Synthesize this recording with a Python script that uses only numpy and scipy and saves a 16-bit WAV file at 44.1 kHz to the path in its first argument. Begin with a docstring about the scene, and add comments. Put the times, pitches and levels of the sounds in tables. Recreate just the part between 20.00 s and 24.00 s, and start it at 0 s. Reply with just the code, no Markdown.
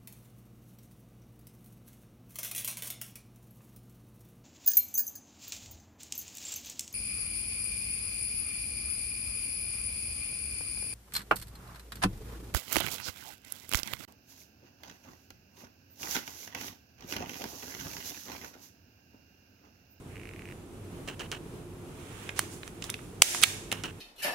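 """Ventilation hums in a quiet lab; a small mechanism, probably a lens, ticks, then rattles in steps.
A sleeve brushes along and a pipette is worked close by: the plunger springs back,
the tip taps the rim of a plastic bin, then the ejector snaps down and back, so hard that
the limiter ducks the room and holds its echo up."""
import sys
import numpy as np
from scipy import signal
from scipy.fft import rfft, irfft
from scipy.io import wavfile
from scipy.ndimage import uniform_filter1d

SR = 44100
rng = np.random.default_rng(int(sys.argv[2]) if len(sys.argv) > 2 else 0)


def store_wav(level_fs):
    """Save 16-bit WAV to argv[1]."""
    pcm = np.round(np.clip(np.atleast_2d(level_fs), -1, 1) * 32767)
    wavfile.write(sys.argv[1], SR, pcm.T.astype(np.int16))


N = 176400


def amp(db):
    """Decibels to gain."""
    return 10 ** (np.asarray(db) / 20)


def unit(x):
    """Scale to rms 1."""
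    return x / np.sqrt(np.mean(x ** 2) + 1e-20)


def read(table, hz, column=1):
    """Interpolate a table column over log frequency."""
    rows = np.array(table, float)
    return np.interp(np.log(hz + 1), np.log(rows[:, 0] + 1), rows[:, column])


def add(mix, start_s, sound):
    """Mix a sound into one channel."""
    part = mix[max(round(start_s * SR), 0):][:len(sound)]
    part += sound[:len(part)]


def place(x, left_db):
    """Pan; left_db is left minus right."""
    return x * amp([[left_db / 2], [-left_db / 2]])


def coloured(x, colour, size=2048):
    """Minimum-phase filter; colour rows: freq_hz, gain_db."""
    hz = abs(np.fft.fftfreq(size, 1 / SR))
    log_gain = np.log(amp(np.maximum(read(colour, hz), -90)))
    impulse = np.fft.ifft(np.exp(np.conj(signal.hilbert(log_gain)))).real
    return signal.fftconvolve(x, impulse[:size // 2])


def noise(colour):
    """Two independent channels of coloured noise, rms 1."""
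    gain = amp(read(colour, np.fft.rfftfreq(N, 1 / SR)))
    return unit(irfft(rfft(rng.standard_normal((2, N))) * gain, N))


def crack(t60_s, size=1024, passes=4):
    """Contact: a dense, fast-decaying burst with an even spectrum and energy 1."""
    fade = amp(-60 * np.arange(size) / SR / t60_s)
    burst = rng.standard_normal(size) * fade
    for _ in range(passes):
        whitened = irfft(np.exp(1j * np.angle(rfft(burst))))
        burst = whitened * np.minimum(1, 10 * fade)
    return burst / np.linalg.norm(burst)


def ventilation():
    """Air rumble and wavering fan hum, alike in both ears, under uncorrelated hiss."""
    # freq_hz, gain_db
    colour = [(15, -36), (25, -8.5), (44, -6), (66, -8.5), (96, -2), (169, -4), (198, -7), (289, -6),
              (322, -9), (349, -3), (378, -9.5), (421, -6.5), (537, -16), (1300, -22), (1900, -28.5),
              (2560, -27), (4870, -35.5), (10600, -33), (15500, -44)]
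    # freq_hz, left_right_coherence
    coherence = [(60, 0.99), (130, 0.93), (290, 0.87), (640, 0.6), (1410, 0.053), (3100, 0.072)]
    # pitch_hz, level_db, width_hz
    fan_bands = [(48.7, -65, 3.3), (96.7, -53.5, 7.5), (355, -58, 43)]
    wash_db, swell_db = -46, 1.2
    hz = np.fft.rfftfreq(N, 1 / SR)
    left, apart = rfft(noise(colour))
    same = np.clip(read(coherence, hz), -1, 1)
    right = same * left + np.sqrt(1 - same ** 2) * apart
    wash = irfft(np.array([left, right]), N)
    swell = unit(irfft(rfft(rng.standard_normal(N)) * np.exp(-hz / 5), N))
    hum = np.zeros(N)
    for pitch_hz, level_db, width_hz in fan_bands:
        peak = 1 / (1 + (2 * (hz - pitch_hz) / width_hz) ** 2)
        hum += amp(level_db) * unit(irfft(rfft(rng.standard_normal(N)) * peak, N))
    return place(wash * amp(wash_db + swell_db * swell) + hum, left_db=-1.16)


def focus_ticks():
    """Tiny uneven ticks in one broad resonance over a faint whir, probably a focus drive."""
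    # time_s, relative_db
    ticks = [(0.1563, -36.5), (0.167, -37), (0.1778, -43), (0.196, -39), (0.214, -39), (0.2328, -37.5),
             (0.254, -36), (0.272, -38), (0.2897, -34), (0.3103, -40), (0.3353, -36), (0.3611, -39),
             (0.3925, -35.5), (0.4195, -35.5), (0.4541, -35.5), (0.4748, -40), (0.4873, -37), (0.499, -42),
             (0.5102, -37.5), (0.522, -36.5)]
    # freq_hz, gain_db
    resonance = [(300, -42), (1300, -11.5), (1850, -1), (2300, 2), (2800, -1), (3250, -17.5), (5000, -21),
                 (15000, -28)]
    gain_db, ring_db, lag_s = 24, -13, 0.00103
    whir_db, whir_start_s, whir_end_s = -60, 0.097, 0.543
    out, t = np.zeros((2, N)), np.arange(N) / SR
    for time_s, relative_db in ticks:
        contact = crack(t60_s=0.0039) + amp(ring_db) * crack(t60_s=0.02)
        tick = amp(relative_db + gain_db) * coloured(contact, resonance)
        for side in out:
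            add(side, time_s + lag_s, tick)
    running = uniform_filter1d(1. * (t > whir_start_s) * (t < whir_end_s), size=1500)
    whir = amp(whir_db) * running * noise(resonance)
    return place(out + whir, left_db=-5.5)


def lens_steps():
    """Each step: two clicks and a grainy rasp that starts bright, dulls, weakens and stops short."""
    # start_s, first_click_db, gap_s, second_click_db, rasp_db, length_s
    steps = [(1.076, -7, 0.0097, -4, -21.5, 0.073), (1.1948, -5.5, 0.012, -3, -21, 0.075),
             (1.316, 3.5, 0.0085, -3.5, -20.5, 0.063), (3.714, -17, 0.013, 4, -20.5, 0.098),
             (3.837, 2.5, 0.0091, -13, -19, 0.075)]
    # freq_hz, gain_db
    dull = [(100, -25), (300, 1.5), (700, -7.5), (1060, -6), (1250, -7.5), (1530, -3.5), (1850, -7.5),
            (2180, -10), (2500, -7.5), (2800, 0), (3100, -2), (3500, -15.5), (4100, -13), (4900, -23.5),
            (5900, -20.5), (8800, -24), (13000, -37), (15400, -23)]
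    # freq_hz, gain_db
    bright = [(200, -18), (1300, -16), (2900, -6.5), (3700, -10), (5800, -8.5), (11000, -21), (15000, -37)]
    rise_s, fade_s, sustain, grain_db, bright_db = 0.0059, 0.017, 0.12, 2.5, -13
    out = np.zeros((2, N))
    for start_s, first_db, gap_s, second_db, rasp_db, length_s in steps:
        shared, lumps, *per_side = rng.standard_normal((4, SR // 8))[:, :int(length_s * SR)]
        t = np.arange(len(shared)) / SR
        fade = np.exp(-t / fade_s)
        grain = unit(uniform_filter1d(lumps, size=90))
        level = amp(rasp_db + grain_db * grain) * np.minimum(t / rise_s, 1)
        first_click = amp(first_db) * coloured(crack(t60_s=0.0099), bright)
        second_click = amp(second_db) * coloured(crack(t60_s=0.012), dull)
        for side, apart in zip(out, per_side):
            rasp = level * unit(shared + apart)
            add(side, start_s, first_click)
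            add(side, start_s + gap_s, second_click)
            add(side, start_s, coloured(rasp * (sustain + fade), dull))
            add(side, start_s, amp(bright_db) * coloured(rasp * fade, bright))
    return place(out, left_db=-3.5)


def sleeve():
    """Cloth rubs grainily as the arm moves to the bin."""
    # time_s, hiss_db, body_db
    envelope = [(1.85, -68.5, -73), (2.0, -59, -56.5), (2.28, -53, -50), (2.34, -60, -59),
                (2.41, -49, -45.5), (2.488, -59, -60), (2.535, -47.5, -55), (2.6, -58.5, -65),
                (2.67, -55, -55), (2.72, -64, -75), (2.81, -63, -64), (2.85, -48.5, -52.5),
                (2.93, -64, -56), (3.02, -60.5, -90), (3.2, -63.5, -67), (4.0, -64, -63.5)]
    # freq_hz, gain_db
    hiss_colour = [(2000, -8.5), (4500, -5.5), (6500, 1), (10000, 0), (12000, -9), (15000, -9)]
    # freq_hz, gain_db
    body_colour = [(300, -16), (900, -2.5), (2200, -3), (3500, -5.5), (6000, -32)]
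    time_s, hiss_db, body_db = np.transpose(envelope)
    t = np.arange(N) / SR
    grain_db = unit(uniform_filter1d(rng.standard_normal(N), size=120))
    hiss = noise(hiss_colour) * amp(np.interp(t, time_s, hiss_db))
    body = noise(body_colour) * amp(np.interp(t, time_s, body_db))
    return place((hiss + body) * amp(grain_db), left_db=-5.5)


def plastic_taps():
    """Light, briefly ringing contacts of the pipette; the last two are clicks of the lens mechanism."""
    # freq_hz
    bands_hz = [1260, 2570, 3840, 6750, 9940]
    # start_s, then level_db at each of bands_hz
    taps = [(2.2915, -3.5, 4.5, -10.5, -17, -22), (2.632, -9, -7, -9, -39, -31),
            (2.6775, -9.5, -11.5, -19, -16.5, -19.5), (2.823, -13.5, 2.5, -6.5, -11, -22),
            (2.841, -7.5, -18, -4, -10, -15), (2.895, -6.5, -1.5, -15, -34, -19),
            (2.9008, -12, -4, 0.5, -4, -3.5), (2.941, -14, 3, -7.5, -16, -18),
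            (2.9908, -12, -17, -28, -40, -44), (3.3471, 7, 2.5, -11, -3, -6),
            (3.4166, -5, -15, -11, -20, -2), (3.4301, -24, 8, -3, -18, -5), (3.439, 6.5, 19.5, 12, -2, 0),
            (3.7167, -7, 5, -0.5, -9.5, -5), (3.7254, 2.5, 3, 0.5, -4.5, -6.5)]
    # thin plastic: pitch_hz, level_db, t60_s
    modes = [(1893, -25, 0.023), (2500, -24, 0.016), (3720, -12.5, 0.017)]
    out, t = np.zeros((2, N)), np.arange(1024) / SR
    ring = sum(amp(db - 60 * t / t60_s) * np.sin(2 * np.pi * hz * t) for hz, db, t60_s in modes)
    for start_s, *levels_db in taps:
        colour = [(300, levels_db[0] - 7), *zip(bands_hz, levels_db), (15000, levels_db[-1] - 13)]
        shared = crack(t60_s=0.0123) + 0.2 * ring
        for side in out:
            contact = 0.68 * shared + 0.75 * crack(t60_s=0.0182)
            add(side, start_s, coloured(contact, colour))
    return place(out, left_db=-3.5)


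def pipette_snaps():
    """A sprung part slides, hits its stop and rings the body. Returns direct sound and room send."""
    # start_s, blow_db, ring_relative_db, slide_s, slide_db, left_db, send_db
    snaps = [(2.3919, 12.5, -14.5, 0.03, -37, -3, 4), (3.2212, 29.5, -14, 0.0021, -6.5, -3, 29.5),
             (3.4357, 19, -8, .012, -17.5, -5.5, 16)]
    # freq_hz, gain_db
    plunger_release = [(250, -26), (650, -7), (1250, -1), (2000, -2), (3400, -14.5), (4400, -7.5),
                       (5400, -13), (6250, -4.5), (7800, -22), (8700, 0.5), (9700, -8), (11100, -14),
                       (15000, -10)]
    # freq_hz, gain_db
    ejector_blow = [(250, -19), (700, -7), (1200, -8), (1950, -10.5), (2750, 2.5), (3700, -6), (5200, -5.5),
                    (6350, -0.5), (6950, -1.5), (7850, 1.5), (8900, -3), (12000, -17.5), (15000, -16)]
    # freq_hz, gain_db
    ejector_return = [(150, -62), (250, -17), (858, -31), (1290, 1), (1790, -11), (2160, 3), (2700, -4),
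                      (3320, 2), (4840, -5), (5460, -24.5), (6260, 0.5), (7060, -17), (7690, -1),
                      (9280, -1), (11600, -18), (13500, -8), (15000, -11)]
    # freq_hz, gain_db
    slide_colour = [(500, -16.5), (2700, -2.5), (6000, -4.5), (9000, -7), (15000, -25)]
    # freq_hz, gain_db
    send_colour = [(100, -36), (250, -13.5), (700, -8), (1400, -7), (2700, 0.5), (4800, -1.5), (6200, 3),
                   (9500, -0.5), (12000, -6.5), (15000, -11.5)]
    # pitch_hz, level_db, t60_s
    body_modes = [(2255, 8, 0.037), (2815, 12, 0.019), (3090, 11, 0.028), (3700, -2, 0.044),
                  (4300, -7, 0.14), (6150, -6, 0.048), (6100, -8, .03), (7600, -3, 0.034), (8400, -11, .05),
                  (9400, -15, .04)]
    # freq_hz, left_right_coherence
    coherence = [(500, 0.97), (3000, 0.85), (6000, 1), (9000, 0.32), (13000, 0)]
    blow_t60_s = 0.0106
    direct, send, t = np.zeros((2, N)), np.zeros(N), np.arange(SR // 8) / SR
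    same = np.clip(read(coherence, np.fft.rfftfreq(1024, 1 / SR)), 0, 1)
    for snap, colour in zip(snaps, [plunger_release, ejector_blow, ejector_return]):
        start_s, blow_db, ring_relative_db, slide_s, slide_db, left_db, send_db = snap
        right = crack(blow_t60_s)
        left = irfft(same * rfft(right) + np.sqrt(1 - same ** 2) * rfft(crack(blow_t60_s)))
        ring = sum(amp(db - 60 * t / t60_s) * np.sin(2 * np.pi * (hz * t + rng.random()))
                   for hz, db, t60_s in body_modes)
        ring *= amp(blow_db + ring_relative_db) / np.linalg.norm(ring) / 2
        for side, blow, pan in zip(direct, [left, right], amp([left_db / 2, -left_db / 2])):
            slide = rng.standard_normal(len(t))[:int(slide_s * SR)]
            slide *= np.linspace(0.8, 2, len(slide))
            add(side, start_s - slide_s, pan * amp(slide_db) * coloured(slide, slide_colour))
            add(side, start_s, pan * amp(blow_db) * coloured(blow, colour))
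            add(side, start_s, pan * ring)
        add(send, start_s, amp(send_db) * coloured(crack(t60_s=0.0041), send_colour))
    return direct, send


def near(x):
    """Close sounds come from the right: the left side is shaded around 7-11 kHz."""
    # freq_hz, left_minus_right_db
    shading = [(600, 2), (2200, -1), (4000, 1), (8500, -5.5), (10500, -7), (12500, 1.5)]
    left = coloured(x[0], [(hz, db / 2) for hz, db in shading])
    right = coloured(x[1], [(hz, -db / 2) for hz, db in shading])
    return np.array([left[:N], right[:N]])


def room(x):
    """Early reflections off bench and boxes, then the diffuse tail of a hard room."""
    # freq_hz, t60_s, level_db
    decay = [(148, 0.49, -8), (600, 0.62, -8), (2700, 0.61, -12.5), (6500, 0.66, -13), (10100, 0.62, -12),
             (15000, 0.38, -11)]
    tail_rise_s, early_delay_s, early_t60_s, early_db = 0.0085, 0.002, 0.069, -14
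    hz, frame_s, spectra = signal.stft(rng.standard_normal((2, SR)), SR, nperseg=256)
    t60_s, level_db = read(decay, hz)[:, None], read(decay, hz, column=2)[:, None]
    energy_norm = np.sqrt(np.log(1e6) / t60_s / SR)
    spectra *= amp(level_db - 60 * frame_s / t60_s) * energy_norm
    t = np.arange(SR) / SR
    tail = signal.istft(spectra, SR, nperseg=256)[1][:, :SR] * np.minimum(t / tail_rise_s, 1)
    early = rng.standard_normal((2, SR)) * (rng.random((2, SR)) < 0.05)
    early *= amp(-60 * t / early_t60_s) * (t > early_delay_s)
    early *= amp(early_db) / np.linalg.norm(early, axis=1, keepdims=True)
    return place(signal.fftconvolve(x, early + tail, axes=1)[:, :N], left_db=-2.5)


def scene():
    """Snaps and taps excite the room; the other layers stay dry."""
    snaps, snap_send = pipette_snaps()
    taps = plastic_taps()
    close = near(snaps + taps + lens_steps())
    return close + room(taps + snap_send) + focus_ticks() + sleeve() + ventilation()


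def record(dry):
    """Fast limiter with steady recovery, soft clipping of the overshoot, then a low-pass."""
    limit_db, attack_s, recovery_db_per_s = -10, 0.0012, 95
    ceiling, cutoff_hz = 1.3, 15800
    pole = np.exp(-1 / (attack_s * SR))
    power = signal.lfilter([1 - pole], [1, -pole], (dry ** 2).mean(0))
    excess_db = np.maximum(10 * np.log10(power + 1e-12) - limit_db, 0)
    recovery_db = np.arange(N) * recovery_db_per_s / SR
    duck_db = np.maximum.accumulate(excess_db + recovery_db) - recovery_db
    gain = amp(-signal.lfilter([1 - pole], [1, -pole], duck_db))
    clipped = ceiling * np.tanh(dry * gain / ceiling)
    lowpass = signal.firwin(511, cutoff_hz, window=("kaiser", 8), fs=SR)
    return signal.oaconvolve(clipped, lowpass[None], "same")


dry = scene()
out = record(dry)
store_wav(out)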